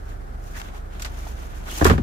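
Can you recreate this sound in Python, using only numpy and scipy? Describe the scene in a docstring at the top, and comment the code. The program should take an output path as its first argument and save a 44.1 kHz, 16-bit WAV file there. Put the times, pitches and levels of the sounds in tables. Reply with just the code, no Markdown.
"""Two low hum tones and a dull wash of noise fill a parked cabin; hand, sleeve and upholstery rub in it.
Grains of noise make the rubbing, narrow-band friction the squeaks, and dying crackles the small catches.
Then a folding car seat back, lifted by hand, slams into its latch: a quick run of blows rings the modes
of the padded frame as thumps, with a metal rattle of short decaying tones."""
import sys
import numpy as np
from scipy import signal
from scipy.fft import rfft, irfft
from scipy.io import wavfile

SR = 44100
rng = np.random.default_rng(int(sys.argv[2]) if len(sys.argv) > 2 else 0)


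def voltage_ratio(decibels):
    """Convert decibels (scalar or array-like) to amplitude ratios, 20 dB per decade."""
    exponent = np.asarray(decibels, float) / 20
    return 10 ** exponent


def output_pcm(signal):
    """Save a mono or channel-first signal as 16-bit PCM at the path in sys.argv[1].

    Samples are clipped to [-1, 1] before scaling.
    """
    pcm = np.clip(np.atleast_2d(signal).T, -1, 1) * 32767
    wavfile.write(sys.argv[1], SR, np.round(pcm).astype(np.int16))


N = 89170   # length [samples]


def at_hz(points, hz):
    """Read a (frequency, level) table on a log frequency axis."""
    table_hz, table_db = np.transpose(points)
    return np.interp(np.log(hz), np.log(table_hz), table_db)


def rms_one(x):
    """Scale to rms 1."""
    return x / np.sqrt(np.mean(x ** 2) + 1e-20)


def drift(rate_hz):
    """Slow random wander of rms 1: noise through two equal low-pass poles at rate_hz."""
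    step, settle = 40, 2000   # computed once every 40 samples, after a run-in
    r = np.exp(-2 * np.pi * rate_hz * step / SR)
    noise = rng.standard_normal(N // step + settle + 2)
    slow = signal.lfilter([1], [1, -2 * r, r * r], noise)[settle:]
    return np.interp(np.arange(N) / step, np.arange(len(slow)), rms_one(slow - slow.mean()))


def coloured(source, spectrum, side, tilt_db=0):
    """Shape mid and side sources by a spectrum tilted in dB per octave; white mid of rms 1 stays near 1."""
    size = source.shape[-1]
    hz = np.maximum(np.fft.rfftfreq(size, 1 / SR), 10)
    gain = voltage_ratio(at_hz(spectrum, hz) + tilt_db * np.log2(hz / 4000))
    mid_side_gain = gain * [np.ones_like(hz), voltage_ratio(at_hz(side, hz))]
    return irfft(rfft(source) * mid_side_gain, size) / np.sqrt(np.mean(gain ** 2))


def swell(peak, rise, fall):
    """A bell in time, about 17 dB down one rise before and one fall after its peak."""
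    t = np.arange(N) / SR - peak
    return np.exp(-2 * (t / np.where(t < 0, rise, fall)) ** 2)


# Blows on the frame: (time [s], level [dB], part struck [Hz], fall-off away from it [dB per octave])
FRAME_BLOWS = [(1.812, -21, 1300, 1), (1.8145, -4.5, 292, 28), (1.821, -14.5, 740, 5.5),
               (1.823, -5, 85, 25.5), (1.8524, -4.5, 360, 14.5), (1.860, -31, 77, 13),
               (1.863, -12.5, 1120, 16.5), (1.872, -4.5, 73, 27), (1.872, -17.5, 192, 16),
               (1.8978, -18.5, 870, 5), (1.898, -15, 187, 7.5), (1.905, -10, 447, 24), (1.912, -6, 102, 38),
               (1.9147, -9, 231, 18.5), (1.933, -15, 177, 7.5), (1.947, -12.5, 76, 7.0),
               (1.982, -13, 224, 11), (2.005, -9, 88, 32)]
# Modes of the seat frame and floor: (frequency [Hz], level [dB])
FRAME_MODES = [(77, -4), (105, -8), (150, -3.5), (192, 0.5), (240, 0), (305, -2), (365, -1.4), (440, -4),
               (540, -4.5), (610, -10.5), (690, -5.5), (755, -6), (815, -8), (910, -10.5), (1030, -8.5),
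               (1150, -4.5), (1370, -20), (1520, -11), (1680, -0.5), (1850, -3)]
# Stereo width of the modes: (frequency [Hz], side relative to mid [dB])
FRAME_WIDTH = [(60, 2), (110, -26), (200, -13), (380, -6), (700, 3), (1290, 5), (2380, -3)]


def thumps():
    """Each blow is a brief contact force that rings the damped modes, most near the part struck."""
    lowest_t60_s, damping_power = 0.21, 0.69   # higher modes die sooner
    pivot_hz, scatter_db = 400, 1.5            # modes above the pivot are shaken unevenly
    low_cut_hz = 50.3                          # thumps are high-passed here, leaving little deep bass
    size = int(.004 * SR)                      # contact of 4 ms
    contact = 4 / size * np.hanning(size)
    out = np.zeros((2, N))
    for hz, mode_db in FRAME_MODES:
        high = hz > pivot_hz
        w = 2 * np.pi * hz / SR
        force = np.zeros((2, N + SR))
        for s, db, part_hz, fall_db in FRAME_BLOWS:
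            # random phase, except in the mid of the low modes
            phase = rng.uniform(0, 2 * np.pi, (2, 1)) * [[high], [1]]
            cycle = np.sin(w * np.arange(size) + phase)
            scatter = scatter_db * high * rng.standard_normal((2, 1))
            gain = voltage_ratio(db + mode_db - fall_db * abs(np.log2(hz / part_hz)) + scatter)
            start = int(s * SR)
            force[:, start:start + size] += gain * contact * cycle
        t60 = lowest_t60_s * (FRAME_MODES[0][0] / hz) ** damping_power
        r = voltage_ratio(-60 / (t60 * SR))
        ringing = signal.lfilter([0, np.sin(w)], [1, -2 * r * np.cos(w), r * r], force[:, :N] + 1e-18)
        out += ringing * [[1], [voltage_ratio(at_hz(FRAME_WIDTH, hz))]]
    return signal.sosfilt(signal.butter(2, low_cut_hz, "high", fs=SR, output="sos"), out)


# Hard single snaps of metal on metal: (time [s], starting level [dB], frequency [Hz])
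METAL_SNAPS = [(1.0206, -20, 6960), (1.0482, -16.5, 4400), (1.8502, -15, 6400), (1.8533, -7.5, 1300),
               (1.8985, -13.5, 2350), (1.9139, -9.5, 1170)]


def snaps():
    """One jolt that rings as a sine for a few cycles, at a random place in the stereo field."""
    snap_cycles = 6.5   # cycles to fall 60 dB
    out = np.zeros((2, N))
    for s, db, hz in METAL_SNAPS:
        t = np.maximum(np.arange(N) / SR - s, 0)
        ring = voltage_ratio(db - 60 * t * hz / snap_cycles) * np.sin(2 * np.pi * hz * t)
        out += ring * [[1], [rng.uniform(-1, 1)]]
    return out


# Small catches and creaks:
# (time [s], relative level [dB], t60 [s], pan, left over right [dB], brightness [dB per octave])
CATCHES = [(0.598, -33, 0.1, 1, -1.3), (0.615, -31.5, 0.028, 16, -1), (0.9963, -36, 0.19, -5, 1.7),
           (1.0216, -27, 0.069, 4, 4), (1.049, -28.5, 0.093, -8, 0.5), (1.059, -32.5, 0.12, 8, 0),
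           (1.781, -44, 0.018, -18, -25), (1.81, -22, 0.29, -2, -5.5), (1.8444, -17, 0.12, 4, 5),
           (1.853, -7, 0.23, -1, -6.5), (1.864, -20.5, 0.16, 7, 5.5), (1.8978, -15.5, 0.14, 2, -3.5),
           (1.905, -18.5, 0.16, -11, -6), (1.979, -29, 0.12, -2, -4.5)]
# Colour of a catch before its brightness tilt: (frequency [Hz], relative density [dB per Hz])
CATCH_SPECTRUM = [(350, -23.5), (600, -2), (1410, 2), (3630, -4.5), (7730, -9.5), (9110, -17.5),
                  (12700, -16), (16000, -26)]
# Stereo width of catches, and of rubbing: (frequency [Hz], side relative to mid [dB])
CONTACT_WIDTH = [(200, -31), (380, 0), (700, -1.5), (1290, 6), (2380, 0.5), (8120, 0.5), (15000, -0.5)]


def clicks():
    """Each catch is a burst of coloured noise: a short crack added to a body with its own decay."""
    rise_s, crack_t60_s = 0.0004, 0.021
    size = 8192
    out = np.zeros((2, N + SR))
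    t = np.arange(size) / SR
    for s, db, t60, pan_db, tilt_db in CATCHES:
        noise = rng.standard_normal((2, size))
        mid, side = coloured(noise, CATCH_SPECTRUM, CONTACT_WIDTH, tilt_db)
        body = voltage_ratio(db - 7.5 - 60 * t / t60)
        crack = voltage_ratio(db - 8 - 60 * t / crack_t60_s)
        shape = (1 - np.exp(-t / rise_s)) * (body + crack)
        lean = np.tanh(pan_db * np.log(10) / 40)   # share of mid added to side
        start = int(s * SR)
        out[:, start:start + size] += shape * [mid, side + lean * mid]
    return out[:, :N]


# Strokes of hand, sleeve and upholstery:
# (peak time [s], rise [s], fall [s], relative hiss level [dB], relative scuff level [dB])
RUB_STROKES = [(.11, 0.089, 0.065, -61, -57), (.5, 0.11, 0.21, -56.5, -55.5),
               (.575, 0.029, 0.047, -49, -45.5), (0.648, 0.037, 0.084, -54.5, -46),
               (0.763, 0.06, 0.058, -57.5, -52.5), (0.933, 0.038, 0.24, -62.5, -52),
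               (1.252, 0.25, 0.096, -52.5, -49), (1.4, 0.24, 0.13, -56.5, -51),
               (1.58, 0.27, 0.48, -58.5, -51), (1.715, 0.07, 0.058, -42, -43.5),
               (1.789, 0.062, 0.18, -41, -38)]
# Bright hiss of a stroke: (frequency [Hz], relative density [dB per Hz])
HISS_SPECTRUM = [(1180, -26), (2360, -3), (3460, -9), (6640, -1.5), (7980, -8.5), (14000, -9),
                 (16000, -9.5)]
# Duller scuff of a stroke: (frequency [Hz], relative density [dB per Hz])
SCUFF_SPECTRUM = [(180, -3), (300, -1.5), (426, -3), (467, -9), (690, -5), (3500, -15.5), (4550, -23.5),
                  (7700, -120)]


def rubbing():
    """Dense grains of fibre and skin over noise: a bright hiss and a duller scuff under each stroke."""
    grains_per_s, grain_spread_db = 2000, 2.2
    out = 0
    for column, spectrum in ((3, HISS_SPECTRUM), (4, SCUFF_SPECTRUM)):
        level = np.sqrt(sum((voltage_ratio(row[column]) * swell(*row[:3])) ** 2 for row in RUB_STROKES))
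        lumps = rms_one(voltage_ratio(grain_spread_db * drift(44)))
        hits = rng.random((2, N)) < grains_per_s / SR
        grains = hits * rng.standard_normal((2, N)) * np.sqrt(SR / grains_per_s)
        source = (rng.standard_normal((2, N)) + 0.69 * grains) * lumps
        out = out + level * coloured(source, spectrum, CONTACT_WIDTH)
    return out


# Skin squeaks and soft knocks on the trim:
# (peak time [s], rise [s], with the fall half as long, level [dB], frequency [Hz], bandwidth [Hz])
TRIM_SQUEAKS = [(0.571, 0.038, -41, 1660, 300), (0.765, 0.041, -47, 810, 248),
                (1.271, 0.01, -41.5, 740, 200), (1.692, 0.01, -40, 1500, 400),
                (1.706, 0.016, -42.5, 3300, 300), (1.717, 0.0054, -40.5, 1570, 400),
                (1.727, 0.017, -42.5, 2940, 300), (1.76, 0.03, -43, 3100, 500)]


def squeaks():
    """Short bursts of friction noise, each through one broad resonance."""
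    out = 0
    for s, rise, db, hz, width_hz in TRIM_SQUEAKS:
        r = np.exp(-np.pi * width_hz / SR)
        poles = [1, -2 * r * np.cos(2 * np.pi * hz / SR), r * r]
        band = signal.lfilter([1, 0, -1], poles, rng.standard_normal((2, N)))
        out = out + voltage_ratio(db) * swell(s, rise, rise / 2) * rms_one(band)
    return out


# Colour of the cabin wash: (frequency [Hz], relative density [dB per Hz])
WASH_SPECTRUM = [(32, -70), (55, -4.5), (91, -10.5), (149, -19.5), (180, -19.5), (276, -24.5), (434, -26),
                 (500, -30), (767, -29), (949, -37.5), (1490, -33), (2700, -48), (16000, -60)]
# Stereo width of the wash: (frequency [Hz], side relative to mid [dB])
WASH_WIDTH = [(60, -3.5), (110, -16), (200, -8), (380, 1.5), (1000, 8), (2380, -1.5), (15000, 2.5)]


def wash():
    """Steady dull noise whose level is gently uneven."""
    level_db, patchy_db = -40.5, .8
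    level = voltage_ratio(level_db + patchy_db * drift(20))
    return level * coloured(rng.standard_normal((2, N)), WASH_SPECTRUM, WASH_WIDTH)


# Hum tones: (frequency [Hz], level before waver [dB rms], level waver [dB], waver corner [Hz],
# pitch drift [Hz], pan, left over right [dB])
HUM_TONES = [(35.3, -35.5, 1.4, 5.0, .3, -2.4), (60.5, -38, 3.0, 3.0, .6, -.6)]


def hum():
    """Two low sines that waver in level and pitch, a little earlier on the right; left and right."""
    lag_s = .0005   # left after right
    out = 0
    for hz, db, waver_db, rate_hz, slip_hz, pan_db in HUM_TONES:
        phase = 2 * np.pi * np.cumsum(hz + slip_hz * drift(rate_hz)) / SR + rng.uniform(0, 2 * np.pi)
        lag = np.pi * hz * lag_s * np.array([[1], [-1]])
        level = voltage_ratio(db + waver_db * drift(rate_hz) + pan_db * np.array([[.5], [-.5]]))
        out = out + level * np.sqrt(2) * np.sin(phase - lag)
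    return out


def scene():
    """Mid and side sources turned to left and right, over the hum."""
    mid, side = thumps() + snaps() + clicks() + rubbing() + squeaks() + wash()
    return np.array([mid + side, mid - side]) + hum()


def low_pass(x):
    """Removes everything above the highest recorded frequency."""
    return signal.sosfilt(signal.butter(12, 16320, fs=SR, output="sos"), x)


def record(dry):
    """The lowest bass is lost, peaks are rounded and the top is cut."""
    mic_low_hz, top_hz = 20.6, 16400
    lean = signal.sosfilt(signal.butter(2, mic_low_hz, "high", fs=SR, output="sos"), dry)
    rounded = 1.3 * np.tanh(lean / 1.3)
    cut = signal.sosfilt(signal.cheby2(12, 60, top_hz, fs=SR, output="sos"), rounded)
    return low_pass(cut)


dry = scene()
out = record(dry)
output_pcm(out)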